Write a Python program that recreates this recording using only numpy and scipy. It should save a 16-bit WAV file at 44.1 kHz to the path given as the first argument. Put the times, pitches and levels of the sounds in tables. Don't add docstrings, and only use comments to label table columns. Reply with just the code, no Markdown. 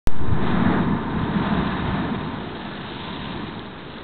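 import sys
import numpy as np
from scipy import signal
from scipy.io import wavfile
from scipy.ndimage import uniform_filter1d

SR = 44100
rng = np.random.default_rng(int(sys.argv[2]) if len(sys.argv) > 2 else 0)


def invert_db(level):
    return 10 ** (np.asarray(level, dtype=float) / 20)


def store_pcm(level_fs):
    pcm = np.round(np.clip(level_fs, -1, 1) * 32767).astype(np.int16)
    wavfile.write(sys.argv[1], SR, np.atleast_2d(pcm).T)


N = 177943

# pitch in Hz, strength in dB per Hz.
SEA_SPECTRUM = [(24, -44.5), (40, -7), (193, -5.5), (330, -4), (421, -2), (492, -6), (1680, -11),
                (2500, -26.5), (3250, -58), (5500, -120)]
# pitch in Hz, strength in dB per Hz.
SURGE_SPECTRUM = [(13, -49), (22, -27), (52, 10.5), (150, 6), (200, -25.5), (330, -120)]
# pitch in Hz, strength in dB per Hz.
BOOM_SPECTRUM = [(65, -41), (110, -8), (210, 0), (263, -4.5), (436, -10), (543, -30), (600, -27.5),
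                 (780, -49), (1320, -120)]
# pitch in Hz, strength in dB per Hz.
SPRAY_SPECTRUM = [(1000, -27), (1700, 0), (1900, 0), (2050, 1.5), (2230, -3.5), (2400, 0), (2760, -1.5),
                  (3580, 1.5), (3780, 4), (3980, -5), (4270, -14.5), (4450, -29), (4750, -51.5),
                  (6180, -84), (10400, -120)]
# pitch in Hz, strength in dB per Hz.
JET_SPECTRUM = [(330, -34), (560, -11), (659, -8), (918, -4.5), (1090, -8), (1780, -11.5), (2500, -24.5),
                (3250, -41.5), (5500, -120)]
# pitch in Hz, width in Hz, lift in dB.
THROAT_LIFTS = [(688, 45, 6), (1230, 50, 3), (1510, 80, 3), (1733, 40, 5)]
# pitch in Hz, width in Hz, level in dB.
VENT_NOTES = [(905, 40, 0), (950, 40, 0), (1035, 24, 2), (1172, 40, -4)]

# time in seconds, pressure in dB.
SHAFT_PRESSURE = [(.12, -36), (.3, -26), (.4, -24.5), (.58, -22), (.68, -19.5), (.95, -22.5), (1.01, -27.5),
                  (1.17, -25.5), (1.6, -23), (1.77, -26.5), (2.04, -25), (2.549, -34), (3.0, -35),
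                  (3.4, -31.5), (3.58, -35), (3.68, -39), (3.9, -42.5), (4.03, -35.5)]
# middle in seconds, lift in dB, length in seconds.
HEAVES = [(0.211, 9, 0.11), (0.505, 3.5, 0.31), (.9, 3, 0.13), (1.177, 9.5, 0.11), (1.572, 4, 0.069),
          (.68, -1.5, .1), (1.717, 5, 0.096), (1.894, 10, 0.11), (2.098, -11.5, 0.13), (2.19, 3, .07),
          (2.777, -5, 0.059), (3.25, 3.5, 0.1)]
# middle in seconds, peak level in dB, pitch in Hz.
SLUGS = [(0.328, -16, 157), (0.353, -18, 155), (0.429, -17, 195), (0.543, -15, 195), (0.576, -14, 179),
         (0.626, -10, 210), (0.665, -12, 192), (0.688, -11, 208), (0.716, -14, 217), (0.775, -13, 200),
         (0.809, -12, 202), (0.887, -16, 200), (0.912, -15, 210), (0.936, -14, 181), (1.15, -17, 189),
         (1.172, -16, 206), (1.233, -14, 168), (1.297, -15, 182), (1.408, -14, 202), (1.592, -13, 196),
         (1.626, -16, 192), (1.661, -16, 209), (1.904, -18, 186), (1.946, -18, 192), (1.971, -18, 204),
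         (2.123, -15, 223), (2.273, -22, 198), (3.114, -24, 201), (3.442, -25, 234), (3.571, -25, 179)]
# middle in seconds, peak level in dB, pitch in Hz, number of cycles.
THUDS = [
    (0.288, -18.5, 98, 3),
    (0.325, -11, 103, 3),
    (0.676, -16, 97, 2.7),
    (1.24, -20.5, 104.4, 3),
    (2.189, -24.5, 99, 3),
    (1.369, -13, 191, 8.5),
    (1.529, -13.5, 189, 5.7),
    (2.002, -19, 203, 5.4),
    (2.653, -25, 204, 6),
]
# start in seconds, peak level in dB, pitch in Hz.
CLOSE_DROPS = [(2.3864, -33, 3420), (2.5819, -32, 3770), (2.6503, -32, 3690), (2.7361, -31, 3660),
               (2.755, -28, 3730), (2.994, -29, 3500), (3.0149, -31, 3110), (3.1052, -30, 3550),
               (3.1611, -31, 2970), (3.2539, -26, 3450), (3.3093, -35, 3150), (3.3212, -34, 3600),
               (3.3377, -31, 3590), (3.3761, -33, 3700), (3.4684, -31, 3090), (3.5238, -31, 3060),
               (3.5517, -31, 3800), (3.5936, -24, 3520), (3.662, -32, 3660), (3.9194, -33, 3610),
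               (3.9393, -32, 3160), (3.9837, -28, 3630)]
# full force in seconds, letting go in seconds, force in dB,
# build-up in dB per second, dying away in dB per second.
SHOWERS = [
    (2.2, 2.4, -13, 1, 25.5),
    (3.05, 3.3, 0, 11, 19),
    (3.96, 3.99, -7, 29.5, 38),
]
# full force in seconds, letting go in seconds, force in dB,
# build-up in dB per second, dying away in dB per second.
BURSTS = [
    (0.46, 0.79, -2.5, 82.5, 72),
    (1.457, 1.98, -1.5, 23.5, 23),
    (0.71, .78, 1, 46, 154),
    (2.7, 3.38, -11.5, 14, 44),
]
# full force in seconds, letting go in seconds, force in dB,
# build-up in dB per second, dying away in dB per second.
SONGS = [
    (.25, .4, -8, 100, 51),
    (.52, .6, 2, 45.5, 119.5),
    (.77, 1.28, 1.5, 150.5, 104.5),
    (1.44, 2.34, 2, 59.5, 84),
    (3.03, 3.38, -4.5, 150, 81.5),
    (3.56, 3.6, -9.5, 101, 75),
]

SEA_DB = -39.5
LULL_DB, LULL_ENDS_S = -4, 0.36
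CALM_DB = -25
SURGE_DB, SURGE_FOLLOWS, BOOM_DB = -35.5, 0.85, -26
SLUG_CYCLES = 4
MIST_DB, MIST_FOLLOWS, RAIN_DB, DRIZZLE_DB = -37.5, 0.95, -39, -55.5
PATTER_SHARE = 0.18
DROP_TOP_HZ = 4274
SAG_DB_PER_S = 5.5
ROAR_DB, LEAK_DB, LEAK_FOLLOWS = -29.5, -37.5, 0.73
RING_DB, HUM_DB = -36.5, -61.5
BAND_HZ, EDGE_HZ = 4560, 16600
ON_S = 3199.6 / 44100
JOLT, DRAIN_S, OFFSET = -.43, .262, -.004


def evened(x):
    return x / np.sqrt(np.mean(x ** 2) + 1e-20)


def read(points, at):
    hz, value = np.transpose(points)
    return np.interp(np.log(at + 1), np.log(hz + 1), value)


def add(mix, s, sound):
    part = mix[round(s * SR):][:len(sound)]
    part += sound[:len(part)]


def turbulence(colour_db, size, patchy_db, flicker_db):
    frames = 4 * N // size + 5
    real, imag, patches = rng.standard_normal((frames, size // 2 + 1, 3)).T
    patches = uniform_filter1d(patches, size=size // 128, axis=0)
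    patches = evened(uniform_filter1d(patches, size=8, axis=1))
    flicker = evened(uniform_filter1d(rng.standard_normal(frames), size=3))
    hz = np.fft.rfftfreq(size, 1 / SR)
    level_db = colour_db(hz)[:, None] + patchy_db * patches + flicker_db * flicker
    z = (real + 1j * imag) * invert_db(level_db)
    return evened(signal.istft(z, nperseg=size, noverlap=3 * size // 4)[1][:N])


def steadied(x, size):
    sway = np.sqrt(uniform_filter1d(uniform_filter1d(x ** 2, size), size) + 1e-9)
    return evened(x / sway ** .7)


def blip(hz, turns):
    t = np.arange(round(turns * SR / hz)) / SR
    envelope = np.sin(np.pi * t * hz / turns) ** 2
    return -np.cos(2 * np.pi * hz * t - np.pi * turns) * envelope


def pressure():
    return np.interp(np.arange(N) / SR, *np.transpose(SHAFT_PRESSURE)) - CALM_DB


def gushes(rows):
    t = np.arange(N) / SR
    full, ends, force_db, rise, fall = np.transpose(rows)[:, :, None]
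    held = np.clip(t - full, 0, np.maximum(ends - full, 0))
    db = force_db - rise * np.maximum(full - t, 0) - SAG_DB_PER_S * held - fall * np.maximum(t - ends, 0)
    return np.sqrt(np.sum(invert_db(db) ** 2, axis=0))


def lull():
    remaining = np.clip(1 - np.arange(N) / SR / LULL_ENDS_S, 0, 1)
    return invert_db(LULL_DB * remaining ** .5)


def sea():
    wash = turbulence(lambda hz: read(SEA_SPECTRUM, hz), size=1024, patchy_db=0.8, flicker_db=1.0)
    return invert_db(SEA_DB) * lull() * steadied(wash, size=600)


def cave():
    surge = turbulence(lambda hz: read(SURGE_SPECTRUM, hz), size=2048, patchy_db=.9, flicker_db=.6)
    t = np.arange(N) / SR
    heave_db = sum(db * np.exp(-(2 * (t - s) / length) ** 2) for s, db, length in HEAVES)
    return invert_db(SURGE_DB + SURGE_FOLLOWS * pressure() + heave_db) * steadied(surge, size=4000)


def shaft():
    boom = turbulence(lambda hz: read(BOOM_SPECTRUM, hz), size=1024, patchy_db=.8, flicker_db=.3)
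    throbs, choked = np.zeros((2, N))
    for s, db, hz, turns in [(*slug, SLUG_CYCLES) for slug in SLUGS] + THUDS:
        throb = blip(hz, round(turns))
        start = s - .5 * len(throb) / SR
        add(throbs, start, invert_db(db - .8) * throb)
        add(choked, start, np.hanning(len(throb)))
    flow = 1 - .5 * np.minimum(choked, 1)
    return invert_db(BOOM_DB + pressure()) * flow * steadied(boom, size=1500) + throbs


def patter():
    sizes = invert_db(3.9 * np.minimum(rng.exponential(1, N), 4))
    sizes = sizes * (rng.random(N) < 450 / SR)
    kind = rng.integers(0, 12, N)
    out = np.zeros(N)
    for k, hz in enumerate(np.linspace(2900, 3950, num=12)):
        out += signal.oaconvolve(sizes * (kind == k), blip(hz, turns=6))[:N]
    return evened(out)


def spray():
    hiss = turbulence(lambda hz: read(SPRAY_SPECTRUM, hz), size=512, patchy_db=0.5, flicker_db=1.35)
    mist = invert_db(MIST_DB) * gushes(BURSTS[:2]) ** MIST_FOLLOWS
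    rain = invert_db(RAIN_DB) * gushes(SHOWERS)
    drizzle = invert_db(DRIZZLE_DB) * lull()
    fine = np.sqrt(mist ** 2 + (1 - PATTER_SHARE) * rain ** 2 + drizzle ** 2)
    drops = np.sqrt(PATTER_SHARE) * rain * patter()
    for s, db, hz in CLOSE_DROPS:
        add(drops, s, invert_db(db - .5) * blip(min(hz, 3900), turns=6))
    dull = signal.firwin(numtaps=301, cutoff=DROP_TOP_HZ, window=("kaiser", 8), fs=SR)
    return fine * hiss + signal.oaconvolve(drops, dull, "same")


def vent_note(mid, width, db):
    def colour_db(hz):
        return -20 * np.log10(1 + (2 * (hz - mid) / width) ** 2)

    tone = turbulence(colour_db, size=8192, patchy_db=.3, flicker_db=.3)
    return invert_db(db) * steadied(tone, size=1500)


def jet():
    def roar_db(hz):
        lifts = sum(db / (1 + (2 * (hz - mid) / width) ** 2) for mid, width, db in THROAT_LIFTS)
        return read(JET_SPECTRUM, hz) + lifts

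    roar = turbulence(roar_db, size=2048, patchy_db=.6, flicker_db=.5)
    ring = evened(sum(vent_note(*row) for row in VENT_NOTES))
    leak = invert_db(LEAK_DB + LEAK_FOLLOWS * pressure())
    rush = np.hypot(invert_db(ROAR_DB) * gushes(BURSTS), leak)
    singing = np.hypot(invert_db(RING_DB) * gushes(SONGS), invert_db(HUM_DB))
    return rush * roar + singing * ring


def scene():
    return (sea() + cave() + shaft() + spray() + jet())[None]


def low_pass(x):
    return signal.sosfilt(signal.butter(12, 17070, fs=SR, output="sos"), x)


def record(dry):
    band = signal.firwin(401, BAND_HZ, window=("kaiser", 12), fs=SR)
    narrow = signal.oaconvolve(dry, band[None], "same")
    since = np.arange(N) / SR - ON_S
    opened = np.clip(since * SR + .5, 0, 1)
    wired = opened * (narrow + JOLT * np.exp(-since / DRAIN_S) + OFFSET)
    edge = signal.firwin(255, EDGE_HZ, window=("kaiser", 9), fs=SR)
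    mix = signal.oaconvolve(wired, edge[None], "same")
    return low_pass(mix)


dry = scene()
out = record(dry)
store_pcm(out)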